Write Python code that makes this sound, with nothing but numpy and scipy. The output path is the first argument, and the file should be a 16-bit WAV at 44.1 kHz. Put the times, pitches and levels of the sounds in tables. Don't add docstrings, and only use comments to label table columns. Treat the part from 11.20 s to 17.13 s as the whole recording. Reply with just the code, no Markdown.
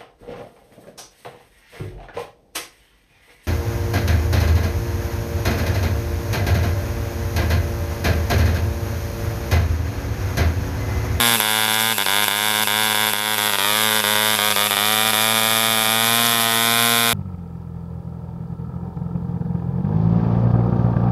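import sys
import numpy as np
from scipy import signal
from scipy.fft import rfft, irfft
from scipy.io import wavfile
from scipy.ndimage import uniform_filter1d

SR = 44100
rng = np.random.default_rng(int(sys.argv[2]) if len(sys.argv) > 2 else 0)


def voltage_ratio(level):
    return 10 ** (np.asarray(level, float) / 20)


def materialize(psi):
    bounded = np.clip(np.atleast_2d(psi).T, -1, 1)
    quanta = np.round(bounded * 32767).astype(np.int16)
    wavfile.write(sys.argv[1], SR, quanta)


N = 261513
AIR_DB = -19

# first t/s, last t/s, deepest loss/dB, extra bang on relighting/dB
STUMBLES = [(.165, .192, 12, 1), (.734, .772, 16, 0), (.833, .853, 17, 1), (.874, .874, 3, 4),
            (1.052, 1.072, 9, 3), (1.092, 1.102, 3, 4), (1.322, 1.331, 3, 1), (1.444, 1.464, 15, 2),
            (1.69, 1.69, 3, 0), (1.736, 1.736, 8, 1), (1.859, 1.859, 3, 0), (1.906, 1.925, 9, 3),
            (1.974, 1.974, 3, 0), (2.153, 2.172, 6, 1), (2.286, 2.286, 3, 0), (2.305, 2.325, 5, 4),
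            (2.364, 2.375, 11, 2), (2.7, 2.7, 3, 0), (2.784, 2.784, 3, 0), (2.812, 2.831, 10, 1),
            (2.945, 2.945, 5, 5), (3.16, 3.179, 9, 2), (3.295, 3.295, 6, 0), (3.333, 3.353, 12, 2),
            (3.479, 3.499, 11, 2), (3.549, 3.559, 7, 2), (3.749, 3.749, 3, 0), (3.915, 3.924, 8, 3),
            (4.206, 4.206, 3, 0), (4.638, 4.638, 3, 0)]
# t/s, crack level/dB, gain duck/dB
CRACKS = [
    (0.201, -17, 2),
    (1.082, -21, 2.5),
    (1.9336, -18, 4),
]
# t/s, delay/ms, signed gain/1, signed gain of a return just behind/1
PALM = [(0, 1.25, 0, -.27), (.3, 1.29, .22, -.27), (1.7, 1.3, .24, -.3), (2.15, 1.4, .12, -.3),
        (2.36, 1.54, .2, -.18), (2.46, 1.66, .25, -.2), (2.54, 1.76, .44, 0), (2.66, 1.92, .56, 0),
        (3.05, 1.94, .58, 0), (3.3, 1.76, .44, 0), (3.42, 1.68, .45, 0), (3.6, 1.62, .24, 0),
        (4.2, 1.72, .41, 0), (4.75, 1.7, .3, -.05), (5.1, 1.66, .15, -.1), (5.24, 1.58, .36, -.1),
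        (5.36, 1.55, .1, -.25), (5.5, 1.34, .2, 0)]
SLEEVE = [(0, 1.96, .17, -.24), (.25, 1.97, .45, -.25), (1.2, 1.94, .55, -.27), (1.95, 1.98, .62, -.22),
          (2.28, 2.02, .42, -.15), (2.4, 2.1, .2, -.15), (2.54, 2.26, .26, -.1), (2.75, 2.52, .28, 0),
          (3.1, 2.52, .12, -.15), (3.3, 2.26, .28, -.1), (3.42, 2.24, .38, -.21), (3.8, 2.22, .3, -.24),
          (4.3, 2.22, .36, -.12), (4.8, 2.21, .18, -.23), (5.15, 2.22, 0, -.28), (5.93, 2.22, 0, -.2)]
RETURN_MS = .27, .17, .52


def evened(x):
    return x / np.sqrt(np.mean(x ** 2) + 1e-20)


def curve(rows, t):
    s, *columns = np.transpose(rows)
    return [np.interp(t, s, c) for c in columns]


def on_turns(s, rows):
    at, value = np.transpose(rows)
    nearest = np.abs(s[:, None] - at).argmin(0)
    return np.bincount(nearest, value, len(s))


def clicks(s, size):
    reach = np.arange(-8, 9)
    at = np.floor(s * SR).astype(int)[:, None] + reach
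    off = at - s[:, None] * SR
    shape = np.sinc(off) * np.cos(np.pi * off / 18) ** 2 * size[:, None]
    ok = (at >= 0) & (at < N)
    return np.bincount(at[ok], shape[ok], N)


def ring(x, hz, width):
    r = np.exp(-np.pi * width / SR)
    return signal.lfilter([1], [1, -2 * r * np.cos(2 * np.pi * hz / SR), r * r], x)


def crank():
    # t/s, speed/(turns per s)
    setting = [(0.0, 118.36), (0.24, 108.69), (0.49, 108.38), (0.69, 114.14), (0.77, 103.72), (1.45, 108.6),
               (2.2, 107.75), (2.37, 102.45), (2.55, 109.28), (3.05, 107.9), (3.58, 106.23), (3.64, 107.37),
               (3.69, 109.91), (4.5, 112.39), (4.53, 109.09), (4.99, 117.45), (5.22, 113.26),
               (5.58, 116.75), (5.93, 115.07)]
    inertia_s, brake_turns_per_s, stroke_s = .0628, 20.843, .009
    first_turn, cruise_turns_per_s = .762, 110
    t = np.arange(N) / SR
    pull = curve(setting, t)[0]
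    for first, last, loss_db, _ in STUMBLES:
        dead = (t > first - stroke_s) * (t < last + stroke_s)
        pull = pull - brake_turns_per_s * (1 - voltage_ratio(-loss_db)) * dead
    r = np.exp(-1 / SR / inertia_s)
    speed = signal.lfilter([1 - r], [1, -r], pull, zi=[r * pull[0]])[0]
    turns = first_turn + np.cumsum(speed) / SR
    port_opens = np.interp(np.arange(1, turns[-1]), turns, t)
    return speed - cruise_turns_per_s, turns, port_opens


def combustion(s):
    # t/s, level/dB
    uneven = [(.24, -2.5), (.471, -6), (.965, 1), (.984, 1.5), (1.013, -2.5), (1.764, -3.5), (1.896, -3),
              (2.079, 2), (2.451, 1.5), (2.737, -1.5), (3.451, -2), (3.796, 0), (3.841, -2), (4.133, -4)]
    deepest_db, first_share, bang_share = 12.5, .75, .4
    db = .35 * rng.standard_normal(len(s)) + on_turns(s, uneven)
    for first, last, loss_db, bang_db in STUMBLES:
        a, b = np.abs(s - first).argmin(), np.abs(s - last).argmin()
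        depth = np.minimum(1, first_share + np.arange(b + 1 - a) + (a == b))
        db[a:b + 1] -= min(loss_db, deepest_db) * depth
        db[b + 1] += bang_share * bang_db
    return db


def wash(air_db):
    lumps_db = 3 * evened(uniform_filter1d(rng.standard_normal(N), 120))
    noise = ring(np.diff(rng.standard_normal(N), prepend=0), 1500, 1700)
    return voltage_ratio(-38 - AIR_DB + air_db + lumps_db) * evened(noise)


def hiss(s, db, air_db):
    # f/Hz, level/(dB per Hz)
    spectrum = [(30, -28), (90, -12), (330, -13), (700, -9), (1500, -8), (2600, -10), (3600, -9.5),
                (5000, -6.5), (6800, -11.5), (7600, -5.5), (8600, -7.5), (11500, 0), (13500, -9.5),
                (15500, -19), (20000, -30)]
    # time after the port opens/ms, length/ms, strength/1
    gusts = [
        (.36, .17, .85),
        (-.02, .1, .45),
        (1.95, .33, .5),
        (-2.1, .22, .3),
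        (-.8, .75, .3),
    ]
    hz, (f, level_db) = np.fft.rfftfreq(N, 1 / SR), np.transpose(spectrum)
    colour = voltage_ratio(np.interp(np.log(hz + 1), np.log(f), level_db))
    air = irfft(rfft(rng.standard_normal(N)) * colour, N)
    t, gate = np.arange(N) / SR, np.ones(N)
    for ms, length_ms, strength in gusts:
        chance_db = 1.2 * np.clip(rng.standard_normal(len(s)), -2, 2)
        size = strength * voltage_ratio(.45 * db + chance_db)
        bell = np.exp(-.5 * (np.arange(-150, 151) / SR * 1000 / length_ms) ** 2)
        gate += signal.oaconvolve(clicks(s + ms / 1000, size), bell, "same")
    sag_db = 0.081 * np.interp(t, s, np.minimum(db, 0))
    return voltage_ratio(air_db - 5.0 + sag_db) * evened(air * gate)


def reflected(air):
    air_echo = .4
    at, out = np.arange(N), air
    for rows, trail_ms in zip((PALM, SLEEVE), RETURN_MS):
        ms, gain, back = curve(rows, at / SR)
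        for lag_ms, g in ((ms, gain), (ms + trail_ms, back)):
            lag = np.round(lag_ms * SR / 1000).astype(int)
            out = out + air_echo * g * air[np.maximum(at - lag, 0)]
    return out * np.std(air) / np.std(out)


def propeller(turns, hum_db):
    # order/1, level/dB, phase/rad
    blades = [
        (1, -6, -2.3),
        (2, 0, -.1),
        (3, -17, -2.5),
        (4, -9.5, 1.95),
    ]
    flutter_db = [1.0, 1.0, 3.0, 1.6]
    slow = uniform_filter1d(uniform_filter1d(rng.standard_normal((len(blades), N)), 900), 900)
    hum = np.zeros(N)
    for (order, db, phase), waver_db, w in zip(blades, flutter_db, slow):
        hum += voltage_ratio(db + waver_db * evened(w)) * np.cos(2 * np.pi * order * turns + phase)
    return voltage_ratio(hum_db) * evened(hum)


def rattle(s, db, air_db, hard, ms, hz, width, level_db, spread_db):
    hard_share = 1.1
    chance = rng.random((len(s), 2))
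    size = voltage_ratio(.5 * db + hard_share * on_turns(s, hard) - spread_db * np.log(chance[:, 0] + .04))
    knocks = clicks(s + (ms + .3 * chance[:, 1]) / 1000, size)
    decay = np.exp(-np.arange(200) / SR / .0007)
    burst = signal.oaconvolve(knocks, decay)[:N] * np.sign(rng.standard_normal(N))
    drift_db = air_db + 26
    return voltage_ratio(level_db + drift_db) * evened(ring(np.diff(burst, prepend=0), hz, width))


def slaps_and_snaps(s, db, air_db):
    # time after the port opens/ms, f/Hz, width/Hz, level/dB, spread/dB
    knocks = [
        (-2.5, 4800, 2200, -41, .4),
        (.1, 11500, 3000, -37, 1.2),
    ]
    # t/s, extra level/dB
    slaps = [(.211, 5), (.296, 7), (.452, 5), (.545, 8), (.6, 6), (.609, 6), (.783, 11), (.864, 9),
             (.895, 6), (1.042, 6), (1.19, 8), (1.341, 5), (1.397, 7), (1.435, 8), (1.512, 5), (1.598, 5),
             (1.626, 5), (1.755, 6), (1.935, 5), (1.993, 6), (2.041, 6), (2.191, 7), (2.335, 8),
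             (2.396, 11), (2.485, 7), (2.504, 5), (2.533, 9), (2.57, 5), (2.58, 6), (2.765, 6), (2.802, 7),
             (2.841, 6), (2.964, 6), (3.049, 5), (3.104, 7), (3.113, 6), (3.314, 9), (3.363, 6), (3.412, 5),
             (3.47, 7), (3.509, 5), (3.656, 7), (3.731, 5), (3.814, 5), (3.878, 6), (3.906, 6), (4.017, 7),
             (4.044, 6), (4.197, 5), (4.306, 5), (4.387, 5), (4.529, 5), (4.683, 5), (4.756, 5), (5.0, 5),
             (5.069, 5), (5.505, 5), (5.72, 5)]
    # t/s, extra level/dB
    snaps = [(.139, 4), (.147, 5), (.783, 5), (1.284, 5), (1.474, 4), (1.868, 5), (2.144, 8), (2.182, 6),
             (2.345, 5), (2.58, 5), (3.077, 5), (3.247, 5), (3.363, 5), (3.509, 6), (3.759, 5), (3.878, 5),
             (4.8, 4), (5.625, 5), (5.754, 4)]
    return sum(rattle(s, db, air_db, hard, *row) for hard, row in zip((slaps, snaps), knocks))


def cracks():
    s, level_db, _ = np.transpose(CRACKS)
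    decay = np.exp(-np.arange(200) / SR / 0.0012)
    burst = signal.oaconvolve(clicks(s, voltage_ratio(level_db)), decay)[:N]
    return ring(np.diff(burst * rng.standard_normal(N), prepend=0), 11500, 1500)


def puffs(s, db):
    puff_db, thump_db = -20, -27
    weak = 1 - voltage_ratio(np.minimum(db + 2, 0))
    relight = np.maximum(np.roll(weak, 1) - weak, 0)
    puff = clicks(s, voltage_ratio(puff_db) * weak)
    thump = sum(clicks(s + ms / 1000, g * voltage_ratio(thump_db) * relight) for ms, g in ((0, 1), (1.95, .5)))
    both = ring(puff, 2660, 250) + ring(thump, 880, 700)
    return signal.sosfilt(signal.butter(2, 300, "high", fs=SR, output="sos"), both)


def bench_and_ground(s, size):
    # delay/ms, signed gain/1
    near = [(0, 1), (.2, .16), (.39, -.07), (.56, 1.06), (.71, -.45), (.85, .78), (1.13, .18), (1.22, -.08),
            (1.39, .47), (3.06, .08), (3.41, -.07)]
    # delay/ms, level/dB
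    far = [
        (4.14, -16.5),
        (4.75, -30),
    ]
    train = sum(clicks(s + ms / 1000, g * size) for ms, g in near)
    return train + sum(clicks(s + ms / 1000, voltage_ratio(echo_db) * size) for ms, echo_db in far)


def hand_and_arm(s, size, chance):
    # t/s, delay/ms, signed gain/1, signed gain of the trailing return/1
    shoulder = [(0, 3.52, .2, 0), (.2, 3.3, .05, 0), (2.1, 3.14, .1, 0), (2.35, 3.22, .14, 0),
                (2.46, 3.3, .34, 0), (2.65, 3.3, .15, -.12), (3.05, 3.3, .12, -.13), (3.3, 3.26, .16, 0),
                (3.8, 3.08, .1, 0), (4.72, 3.06, .08, 0), (4.88, 3.12, -.22, .1), (5.25, 3.12, -.1, .17),
                (5.93, 3.14, -.19, .05)]
    # t/s, delay/ms, signed gain/1
    fingers = [(0, 1.5, 0), (.4, 1.48, .11), (1.1, 1.47, .12), (1.7, 1.45, .03), (2.3, 1.42, 0),
               (2.43, 1.41, -.22), (2.6, 1.47, -.18), (2.75, 1.5, -.07), (3, 1.5, 0), (5, 1.34, 0),
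               (5.15, 1.34, -.32), (5.25, 1.36, -.2), (5.37, 1.29, -.29), (5.55, 1.2, -.27),
               (5.93, 1.2, -.28)]
    wrist = [(2.5, 2.15, 0), (2.6, 2.13, -.2), (2.72, 2.04, .2), (2.95, 2.09, .18), (3.15, 1.86, -.17),
             (3.25, 1.95, .22), (3.4, 1.93, .24), (3.55, 1.95, 0), (4.1, 2, 0), (4.5, 2, -.13),
             (4.8, 2.06, .12), (5, 1.95, 0), (5.15, 1.84, -.24), (5.25, 2.04, .12), (5.5, 2.1, 0),
             (5.8, 2.11, .12)]
    forearm = [(0, 2.04, -.16), (.2, 2.04, 0), (1.2, 2.04, 0), (1.7, 2.04, -.13), (2.2, 2.06, -.1),
               (2.35, 1.97, .28), (2.51, 2.24, .24), (2.6, 2.47, .2), (2.72, 2.54, .28), (2.95, 2.49, .18),
               (3.15, 2.5, .1), (3.25, 2.52, .28), (3.4, 2.36, .26), (3.55, 2.4, 0), (3.75, 2.47, .12),
               (4, 2.54, -.17), (4.5, 2.54, -.2), (4.8, 2.5, 0)]
    elbow = [(0, 2.9, .19), (.2, 2.9, 0), (4.75, 3.22, 0), (5, 3.22, .18), (5.15, 3.22, .18),
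             (5.4, 3.08, .14), (5.6, 3.08, 0)]
    chest = [(0, 3.56, .19), (.4, 3.56, .08), (.9, 3.6, 0), (2.4, 3.95, 0), (2.5, 3.99, .2), (2.6, 3.95, 0),
             (3.1, 3.6, 0), (3.25, 3.56, -.19), (3.4, 3.51, -.14), (3.6, 3.6, 0), (4.1, 3.7, 0),
             (4.5, 3.7, .11), (4.8, 3.58, -.09), (5.15, 3.58, -.12), (5.25, 3.61, -.22), (5.6, 3.7, -.11),
             (5.93, 3.67, -.14)]
    knee = [(0, 5.98, -.06), (4.5, 5.98, -.06), (4.8, 5.95, -.2), (5.2, 5.95, -.17), (5.93, 5.96, -.15)]
    # t/s, signed gain at 4.43 ms/1, signed gain at 5.15 ms/1
    fence = [
        (0, -.12, 0),
        (3.6, -.16, 0),
        (4.3, -.04, -.06),
        (5.0, -.04, -.16),
    ]
    cuff_ms, cuff_share = .33, .4
    train = np.zeros(N)
    for rows, trail_ms, wobble in zip((PALM, SLEEVE, shoulder), RETURN_MS, chance.T):
        ms, gain, back = curve(rows, s)
        wavering = size * voltage_ratio(.6 * wobble)
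        train += clicks(s + ms / 1000, gain * wavering)
        train += clicks(s + (ms + trail_ms) / 1000, back * wavering)
    for rows in (fingers, wrist, forearm, elbow, chest, knee):
        ms, gain = curve(rows, s)
        train += clicks(s + ms / 1000, gain * size)
    ms, gain, _ = curve(SLEEVE, s)
    train += clicks(s + (ms + cuff_ms) / 1000, cuff_share * gain * size)
    return train + sum(clicks(s + ms / 1000, g * size) for ms, g in zip((4.43, 5.15), curve(fence, s)))


def bench_clutter(s, size):
    scatter_db, scatter_t60_s = -11, .05
    late = .0024 + .012 * rng.random(40)
    gains = rng.standard_normal(40) * voltage_ratio(scatter_db - 60 * late / scatter_t60_s)
    clutter = clicks(late, gains)[:800]
    return signal.oaconvolve(clicks(s, size), np.diff(clutter, prepend=0))[:N]


def exhaust(s, db):
    # f/Hz, width/Hz
    pop_modes = [
        (765, 250),
        (3955, 2360),
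    ]
    # f/Hz, width/Hz, level/dB
    case = [
        (526, 39, -5),
        (1062, 180, -5),
        (1610, 243, -2),
        (2407, 42, -4),
        (2973, 180, 0.5),
        (3420, 460, -9),
    ]
    chance = rng.standard_normal((len(s), 3))
    s = s + 5e-6 * chance[:, 0] + 3e-5 * np.minimum(db, 0)
    size = voltage_ratio(db - 19)
    train = bench_and_ground(s, size) + hand_and_arm(s, size, chance) + bench_clutter(s, size)
    pop = np.diff(train, prepend=0)
    for hz, width in pop_modes:
        pop = ring(pop, hz, width)
    for hz, width, ring_db in case:
        tail = ring(pop - np.roll(pop, 2), hz, width)
        pop = pop + voltage_ratio(ring_db) * np.pi * width / SR * tail
    return signal.sosfilt(signal.butter(2, 170, "high", fs=SR, output="sos"), pop)


def scene():
    hum_db, hum_db_per_turn, air_db_per_turn = -31, 0.53, 0.16
    excess, turns, s = crank()
    db = combustion(s)
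    swell = uniform_filter1d(uniform_filter1d(rng.standard_normal(N), 1200), 1200)
    air_db = AIR_DB + air_db_per_turn * excess + 0.52 * evened(swell)
    air = reflected(hiss(s, db, air_db) + wash(air_db))
    hum = propeller(turns, hum_db + hum_db_per_turn * excess)
    knocks = slaps_and_snaps(s, db, air_db) + cracks()
    return (air + hum + knocks + puffs(s, db) + exhaust(s, db))[None]


def gain_control():
    # t/s, level/dB
    drift = [(0, 1.5), (.7, -2), (.8, -1.5), (1.02, 0.1), (1.5, -1.5), (2.6, -0.5), (3.6, 0), (4.5, -.5),
             (5.05, -0.3), (5.25, -1.5), (5.6, 0.3), (5.93, -0.5)]
    hold_s, recover_s = 0.11, 0.12
    t = np.arange(N) / SR
    db = curve(drift, t)[0]
    for s, _, duck_db in CRACKS:
        attack = np.clip((t - s - .002) / 0.0011, 0, 1)
        release = np.exp(-np.maximum(t - s - hold_s, 0) / recover_s)
        db = db - duck_db * attack * release
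    return voltage_ratio(db)


def band_limit(x):
    return signal.sosfilt(signal.butter(12, 15500, fs=SR, output="sos"), x)


def record(dry):
    edge = signal.firwin(255, 15400, window=("kaiser", 9), fs=SR)
    overloaded = 2.5 * np.tanh(dry * gain_control() / 2.5)
    limited = signal.oaconvolve(overloaded, edge[None], "same")
    return band_limit(limited)


dry = scene()
out = record(dry)
materialize(out)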